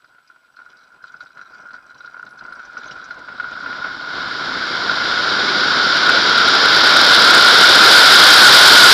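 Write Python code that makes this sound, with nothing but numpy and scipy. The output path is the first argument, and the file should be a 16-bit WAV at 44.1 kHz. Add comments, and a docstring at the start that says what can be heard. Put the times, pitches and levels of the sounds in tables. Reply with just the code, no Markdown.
"""A glider is winched off a grass field, heard by a camera in a plastic case fixed to its fuselage.
It starts at a slow roll: the wheel rumbles over the turf, the mount knocks and every jolt rings the case.
The airframe creaks, stalks tick against the belly, and a few faint pings and one squeak slip through.
As speed builds the wings take the weight: the creaks fade, the rattle merges into a hollow roar and the
wheel gives way to buffeting air. The rush grows until, at the end, it overloads the recorder."""
import sys
import numpy as np
from scipy import signal
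from scipy.fft import rfft, irfft
from scipy.io import wavfile
from scipy.ndimage import map_coordinates

SR = 44100
rng = np.random.default_rng(int(sys.argv[2]) if len(sys.argv) > 2 else 0)


def to_wav(sig):
    """Store sig (one row per channel, or 1-D mono) as 16-bit WAV at the path in sys.argv[1].

    Samples outside -1..1 are clipped; the rate is SR.
    """
    pcm = np.clip(np.atleast_2d(sig), -1, 1) * 32767
    pcm = np.round(pcm).astype(np.int16)
    wavfile.write(sys.argv[1], SR, pcm.T)  # frames by channels


N = 393813
TIME = np.arange(N) / SR

# the glider's airspeed, which drives the whole build: time_s, share_of_climbing_speed
AIRSPEED = [(0, 0.099), (.5, 0.092), (.75, 0.12), (1.4, 0.14), (2.3, .17), (2.85, 0.24), (3.22, .24),
            (3.75, 0.34), (4.03, 0.35), (4.15, 0.4), (4.6, 0.47), (5.3, .57), (6.3, 0.68), (7.2, 0.82),
            (7.7, 0.86), (8.1, 0.93), (8.93, 1)]
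# patches of bumpy turf that shake the airframe: start_s, length_s, boost_db
BUMPY_TURF = [(.56, 0.3, 3.5), (1.024, 0.23, 5.5), (1.366, 0.43, 5.5), (1.902, 0.25, 2.5), (2.375, .3, 3),
              (2.774, 0.29, 3), (3.39, .53, 1.5), (4.1, .85, 0.15)]
# knocks of the mount: start_s, ring_level_db, thud_offset_db, crack_offset_db
MOUNT_KNOCKS = [(0.0435, -39, -24, -20), (0.1466, -45, -13, -20), (0.182, -44, -11, -15),
                (0.2995, -35, -25, -26), (0.3596, -43, -8, -23), (0.5681, -34, -26, -29),
                (0.5891, -32.5, -21, -23), (0.6, -36, -16, -22), (0.6164, -34, -21, -26),
                (0.662, -32, -29, -29), (1.04, -25.5, -27, -34), (1.1415, -31, -30, -21),
                (1.206, -24.5, -29, -34), (1.2592, -33, -24, -22), (1.371, -29, -22, -21),
                (1.3912, -29, -24, -21), (1.413, -27.5, -25, -24), (1.6584, -33, -26, -31),
                (1.7055, -29, -24, -19), (1.7406, -26, -31, -27), (1.9073, -30, -23, -28),
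                (2.0054, -32, -25, -24), (2.0457, -29, -25, -26), (2.075, -27, -22, -29),
                (2.143, -26, -19, -31), (2.1655, -25.5, -17, -30), (2.1943, -24.5, -18, -29),
                (2.2282, -24, -32, -36), (2.2646, -30.5, -25, -22), (2.409, -28, -24, -23),
                (2.4508, -26.5, -21, -23), (2.5227, -24.5, -21, -25), (2.5935, -30, -19, -14),
                (2.7686, -20.5, -26, -21), (3.1077, -22.5, -14, -17), (3.284, -23.5, -15, -15),
                (3.398, -13.5, -28, -19), (3.442, -17, -17, -27), (3.6605, -16, -23, -20),
                (3.7272, -22, -23, -11), (3.8425, -15, -10, -21), (4.3107, -15.5, -19, -23),
                (4.8943, -6.5, -29, -22), (5.2511, -12, -19, -13), (5.6336, -13, -22, -14),
                (6.0917, -2.5, -30, -13)]
# creaks and ticks of the joints: start_s, level_db, pitch_hz
JOINT_CREAKS = [(0.0438, -52, 4670), (0.2748, -48, 5000), (0.5641, -46, 4160), (0.7696, -45, 4640),
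                (0.8076, -52, 4080), (1.039, -44, 4070), (1.0784, -46, 3810), (1.2037, -40, 4100),
                (1.266, -46, 3830), (1.3793, -45, 4150), (1.732, -42, 4600), (1.9445, -45, 4010),
                (1.9809, -43, 5670), (2.0053, -41, 3840), (2.058, -39.5, 3990), (2.2633, -43, 3780),
                (2.389, -38, 4140), (2.5232, -40, 4170), (2.651, -40, 5600), (2.7756, -38, 5670),
                (2.833, -35, 3370), (2.8799, -37, 3420), (2.9098, -31, 3020), (2.9098, -34, 5370),
                (3.0131, -38, 3990), (3.0408, -36, 5780), (3.1075, -36, 4080), (3.3772, -36, 3950)]
# pings of a small metal fitting: start_s, pitch_hz, level_db, t60_s
METAL_PINGS = [(2.301, 10020, -64, .2), (2.530, 10450, -63, .07), (2.533, 10020, -70, 0.15)]

# resonances of the glider: pitch_hz, width_hz, gain_db
SHELL_MODES = [(2220, 110, -3), (2450, 100, -1), (3070, 120, -9.5), (3400, 450, -11), (4000, 200, -1.5),
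               (4650, 120, -3.5), (4920, 160, -7), (5670, 160, -3.5), (6800, 200, -7)]  # bright ring of the airframe's shell
FUSELAGE_MODES = [(135, 19, -5.5), (269, 36, -3.5), (643, 46, -6), (780, 38, -9), (1023, 60, 8)]  # low boom of the hollow fuselage

# tone curves, each setting colour only: frequency_hz, relative_db
HISS_EQ = [(20, -7.5), (200, -12), (900, -9), (3200, 2.5), (5000, -2.5), (6500, -10.5), (9000, -10.5),
           (15000, -16)]  # the camera's electronics
STALK_EQ = [(1500, -20), (3000, -6), (5500, 6), (6800, -3), (7700, -17), (10000, -24), (15000, -48)]  # a dry stalk flicking the belly
CRACK_EQ = [(600, -19), (1500, 1), (2200, -8), (3200, -15.5), (4500, -14), (6000, -32), (12000, -70)]  # the dry crack of plastic
CASE_EQ = [(300, -51.5), (640, -21.5), (860, -21.5), (1010, -13.5), (1110, -14.5), (1240, -11.5),
           (1350, -5), (1440, 1), (1520, -4), (1650, -10.5), (1870, -22), (2170, -16.5), (2400, -27),
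           (3300, -57), (6000, -100)]  # the hollow camera case
WHEEL_EQ = [(20, 2), (42, 7), (80, -3.5), (130, -1), (280, -1), (430, -2), (650, -1), (850, -2), (1100, -4),
            (1800, -10), (3000, -17), (7000, -55), (15000, -79)]  # the wheel rolling on turf
BUFFET_EQ = [(20, -23), (100, -7.5), (200, -4.5), (400, 0.5), (600, 1.5), (900, 0), (1400, -5),
             (2200, -8.5), (3500, -12.5), (6000, -33), (12000, -71.5)]  # eddies beating on the case at full speed
RUSH_EQ = [(300, -32), (800, -17.5), (1020, -9.5), (1200, -14.5), (1750, -5), (1900, -11), (2150, -9.5),
           (2650, -12.5), (3150, -4), (3750, 0.5), (4300, -2.5), (4900, -2), (5600, -9), (6300, -27),
           (6950, -23.5), (7800, -37.5), (9500, -37), (11000, -49.5), (15000, -64)]  # air streaming past the case

MOUNT_HZ, MOUNT_WIDTH_HZ = 1417, 160  # the springy mount's own ring


def from_db(db):
    """Decibels to gain."""
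    return 10 ** (np.asarray(db) / 20)


def unit_rms(x):
    """Scales to rms 1."""
    return x / np.sqrt(np.mean(x ** 2) + 1e-20)


def decay(t, t60_s):
    """A tail that falls 60 dB in t60_s."""
    return np.exp(-np.log(1000) * t / t60_s)


def add(mix, start_s, sound):
    """Drops a sound into the mix."""
    part = mix[max(round(start_s * SR), 0):][:len(sound)]
    part += sound[:len(part)]


def impulse_response(eq, size=4096):
    """Minimum-phase impulse response of a tone curve."""
    hz, db = np.transpose(eq)
    bins_hz = np.abs(np.fft.fftfreq(size, 1 / SR))
    log_gain = np.log(from_db(np.interp(np.log(bins_hz + 1), np.log(hz + 1), db)))
    spectrum = np.exp(np.conj(signal.hilbert(log_gain)))
    return np.fft.ifft(spectrum).real[:size // 2]


def colour(x, eq):
    """Shapes x with a tone curve, at rms 1."""
    return unit_rms(signal.oaconvolve(x, impulse_response(eq))[:len(x)])


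def resonance(x, hz, width_hz):
    """One resonant band with a peak gain of 1."""
    return signal.lfilter(*signal.iirpeak(min(hz, SR / 2 - 1), hz / width_hz, SR), x)


def noise():
    """White noise for the whole scene."""
    return rng.standard_normal(N)


def wander(rate_hz):
    """Random modulation of rms 1, from 1 Hz up to about rate_hz."""
    t = np.arange(16384) / 1000
    hz = np.fft.rfftfreq(len(t), t[1])
    drift = irfft(rfft(rng.standard_normal(len(t))) * np.exp(-(hz / rate_hz) ** 2) * (hz > 1))
    return np.interp(TIME, t, unit_rms(drift))


def speed(at_s=TIME):
    """Airspeed as a share of climbing speed."""
    return np.interp(at_s, *np.transpose(AIRSPEED))


def shaking_db(ramp_s=0.01):
    """The lift in level while the wheel crosses bumpy turf."""
    return sum(db * np.clip(np.minimum(TIME - start_s, start_s + length_s - TIME) / ramp_s + .5, 0, 1)
               for start_s, length_s, db in BUMPY_TURF)


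def strain_db(db_per_decade=28, bumpy_share=0.98, unload_speed=0.28, unload_db_per_decade=120):
    """Load on the joints grows with speed and bumps until the wings begin to take the weight."""
    decades = np.log10(speed() / unload_speed)
    relief_db = unload_db_per_decade * np.maximum(decades, 0)
    return db_per_decade * decades - relief_db + bumpy_share * shaking_db()


def camera_hiss(hiss_db=-69.5, whine_db=-81.0, whine_hz=7885, width_hz=70):
    """The noise floor: steady hiss and a thin whine from the electronics."""
    whine = resonance(resonance(noise(), whine_hz, width_hz), whine_hz, width_hz)
    return from_db(hiss_db) * colour(noise(), HISS_EQ) + from_db(whine_db) * unit_rms(whine)


def fitting_pings():
    """A small metal fitting rings with faint, pure pings."""
    out, t = np.zeros(N), np.arange(SR // 4) / SR
    for start_s, hz, db, t60_s in METAL_PINGS:
        add(out, start_s, from_db(db) * np.sin(2 * np.pi * hz * t) * decay(t, t60_s))
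    return out


def squeak(start_s=2.864, length_s=.024, top_hz=6380, droop=.09, level_db=-47):
    """One tiny squeak arches up and down in pitch and level."""
    out = np.zeros(N)
    edge = np.linspace(-1, 1, int(length_s * SR)) ** 2  # 1 at both ends, 0 in the middle
    pitch_hz = top_hz * (1 - droop * edge)
    add(out, start_s, from_db(level_db) * (1 - edge) * np.sin(2 * np.pi * np.cumsum(pitch_hz) / SR))
    return out


def grass_ticks(from_s=1.0, to_s=4.0, count=26, gain_db=-33.5, db_per_decade=26, spread_db=2, t60_s=.025):
    """Dry stalks tick against the belly, harder with speed, until it lifts clear of the grass."""
    out, t = np.zeros(N), np.arange(1024) / SR
    snap = colour(noise(), STALK_EQ)
    for start_s, size in zip(rng.uniform(from_s, to_s, count), rng.uniform(-1, 1, count)):
        at = round(start_s * SR)
        db = gain_db + db_per_decade * np.log10(speed(start_s)) + spread_db * size
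        add(out, start_s, from_db(db) * snap[at:at + len(t)] * decay(t, t60_s))
    return out


def shell_ring(slips, shift_db=0):
    """Slips ring the shell's modes, whose balance drifts by shift_db; the case muffles the top end."""
    ring = 0
    for hz, width_hz, db in SHELL_MODES:
        drift_db = shift_db * wander(14) if shift_db else 0
        ring = ring + from_db(db + drift_db) * resonance(slips, hz, width_hz)
    return signal.sosfilt(signal.butter(7, 5900, fs=SR, output="sos"), ring)


def fine_creaking(gain_db=-57.0, slips_per_s=1000, clump_db=3.5):
    """A bed of tiny slips in clumps wakes now one mode of the strained shell, now another."""
    slips = (rng.random(N) < slips_per_s / SR) * noise() * from_db(clump_db * wander(30))
    return unit_rms(shell_ring(slips, shift_db=3.5)) * from_db(gain_db + strain_db())


def stray_creak_cues(from_s=.56, to_s=2.9, count=50, gain_db=-44.0, spread_db=9.0):
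    """Weaker creaks scattered while the wheel bears the full weight: start_s, level_db, pitch_hz."""
    start_s = from_s + (to_s - from_s) * (np.arange(count) + rng.random(count)) / count
    level_db = gain_db + np.interp(start_s, TIME, strain_db()) - spread_db * rng.random(count)
    pitch_hz = rng.uniform(3700, 5500, count)
    return np.transpose([start_s, level_db, pitch_hz])


def creaks(cues, width_hz=800, rise_s=0.00083, t60_s=0.068, slide=0.061):
    """Joints slip in short bursts that slide in pitch, each favouring its own part of the shell's ring."""
    out, t = np.zeros(N), np.arange(SR // 8) / SR
    ring = shell_ring(noise())
    for (start_s, db, hz), bend in zip(cues, rng.uniform(-0.81, 1, (len(cues), 2))):
        play_rate = 1 + slide * np.interp(t, [0, t60_s / 2], bend)
        grain = ring[round(start_s * SR):][:2 * len(t)]
        slip = map_coordinates(grain, [np.cumsum(play_rate)], order=3)
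        burst = resonance(slip, hz, width_hz) * (1 - np.exp(-t / rise_s)) * decay(t, t60_s)
        add(out, start_s, from_db(db) * burst / abs(burst).max())
    return out


def wheel_on_turf():
    """The rolling wheel sets the hollow fuselage booming at its own modes."""
    roll = colour(noise(), WHEEL_EQ)
    boom = sum(from_db(db) * resonance(roll, hz, width_hz) for hz, width_hz, db in FUSELAGE_MODES)
    return unit_rms(roll + boom)


def knocks(thud_cut_hz=800, crack_boost_db=6.0, rise_s=0.00074, rebound_s=0.01, rebound_db=-8):
    """Each bump bangs the springy mount: a dull thud, a dry crack and a ring that rebounds once."""
    out, t = np.zeros(N), np.arange(2048) / SR
    ring = resonance(impulse_response(CASE_EQ), MOUNT_HZ, MOUNT_WIDTH_HZ) * decay(t, t60_s=0.33)
    ring = ring / abs(ring).max()
    turf = unit_rms(signal.lfilter(*signal.butter(1, thud_cut_hz, "high", fs=SR), wheel_on_turf()))
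    plastic = colour(noise(), CRACK_EQ)
    attack = (1 - np.exp(-t / rise_s)) ** 2
    gaps_s = rebound_s * rng.uniform(0.48, 1.5, len(MOUNT_KNOCKS))
    for (start_s, db, thud_db, crack_db), gap_s in zip(MOUNT_KNOCKS, gaps_s):
        now = slice(round(start_s * SR), round(start_s * SR) + len(t))
        thud = from_db(thud_db) * turf[now] * decay(t, t60_s=0.077)
        crack = from_db(crack_db + crack_boost_db) * plastic[now] * decay(t, t60_s=0.053)
        add(out, start_s, from_db(db) * (ring + attack * (thud + crack)))
        add(out, start_s + gap_s, from_db(db + rebound_db) * ring)
    return out


def rumble(gain_db=-17.0, db_per_decade=48, bumpy_share=0.37, lumps_db=3.0,
           air_db=1.0, gusts_db=1.45, handover_s=4.67, blend_s=0.78):
    """The low end: the wheel crossfades into air buffeting the case as the wings take the weight."""
    wheel = wheel_on_turf() * from_db(bumpy_share * shaking_db() + lumps_db * wander(30))
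    # eddies pass faster with speed, so their whole spectrum slides upwards
    eddies = np.interp(np.cumsum(speed()), np.arange(N), colour(noise(), BUFFET_EQ))
    buffet = eddies * from_db(air_db + gusts_db * wander(46))
    airborne = .5 + .5 * np.tanh((TIME - handover_s) / blend_s)
    blend = np.sqrt(1 - airborne) * wheel + np.sqrt(airborne) * buffet
    return blend * from_db(gain_db + db_per_decade * np.log10(speed()))


def case_rattle(top_db=-6.5, db_per_decade=46, smooth_turf_db=-5.0, jolts_per_s=22000, crowding=1.4,
                flutter_db=0.94, sway_db=0.16, gust_speed=0.41):
    """Countless jolts ring the case through its mount; with speed, gusts take over in a hollow roar."""
    density = speed() ** crowding
    jolts = (rng.random(N) < jolts_per_s * density / SR) * noise() / np.sqrt(density)
    on_ground = np.clip(1 - speed(), 0, 1)
    jolts *= from_db(flutter_db * np.sqrt(on_ground) * wander(70) + sway_db * wander(12))
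    case = colour(jolts, CASE_EQ)
    mount = unit_rms(resonance(case, MOUNT_HZ, 1.86 * MOUNT_WIDTH_HZ))
    gusty = np.minimum(speed() / gust_speed, 1) ** 2
    level_db = top_db + db_per_decade * np.log10(speed()) + smooth_turf_db * on_ground ** 2 + shaking_db()
    return (gusty * case + (1 - gusty) * mount) * from_db(level_db)


def air_rush(top_db=-5.0, db_per_decade=60, onset_speed=0.097, eddies_db=.5):
    """Past a low speed the air turns turbulent and hisses through the case's broad upper resonances."""
    excess_speed = np.maximum((speed() - onset_speed) / (1 - onset_speed), 1e-6)
    swell_db = top_db + db_per_decade * np.log10(excess_speed)
    return colour(noise(), RUSH_EQ) * from_db(swell_db + eddies_db * wander(58))


def scene():
    """All layers meet in mono at the camera's microphone."""
    airframe = creaks([*JOINT_CREAKS, *stray_creak_cues()]) + fine_creaking() + fitting_pings() + squeak()
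    return (case_rattle() + rumble() + air_rush() + knocks() + airframe + grass_ticks() + camera_hiss())[None]


def record(dry, knee=0.68, ceiling=0.81, bass_cut_hz=140, treble_hz=10500, treble_lift=0.13, top_hz=15400):
    """The input squashes, then clips, in the loudest wind; a bass cut, treble lift and high cut follow."""
    # clean up to the knee; upward swings hit the ceiling sooner than downward ones
    clipped = np.interp(dry[0], [-1.12, -knee, knee, 0.98], [-ceiling, -knee, knee, ceiling])
    thinned = signal.lfilter(*signal.butter(1, bass_cut_hz, "high", fs=SR), clipped)
    treble = signal.filtfilt(*signal.butter(2, treble_hz, "high", fs=SR), thinned)
    high_cut = signal.firwin(601, top_hz, window=("kaiser", 8), fs=SR)
    return signal.oaconvolve(thinned + treble_lift * treble, high_cut, "same")[None]


dry = scene()
out = record(dry)
to_wav(out)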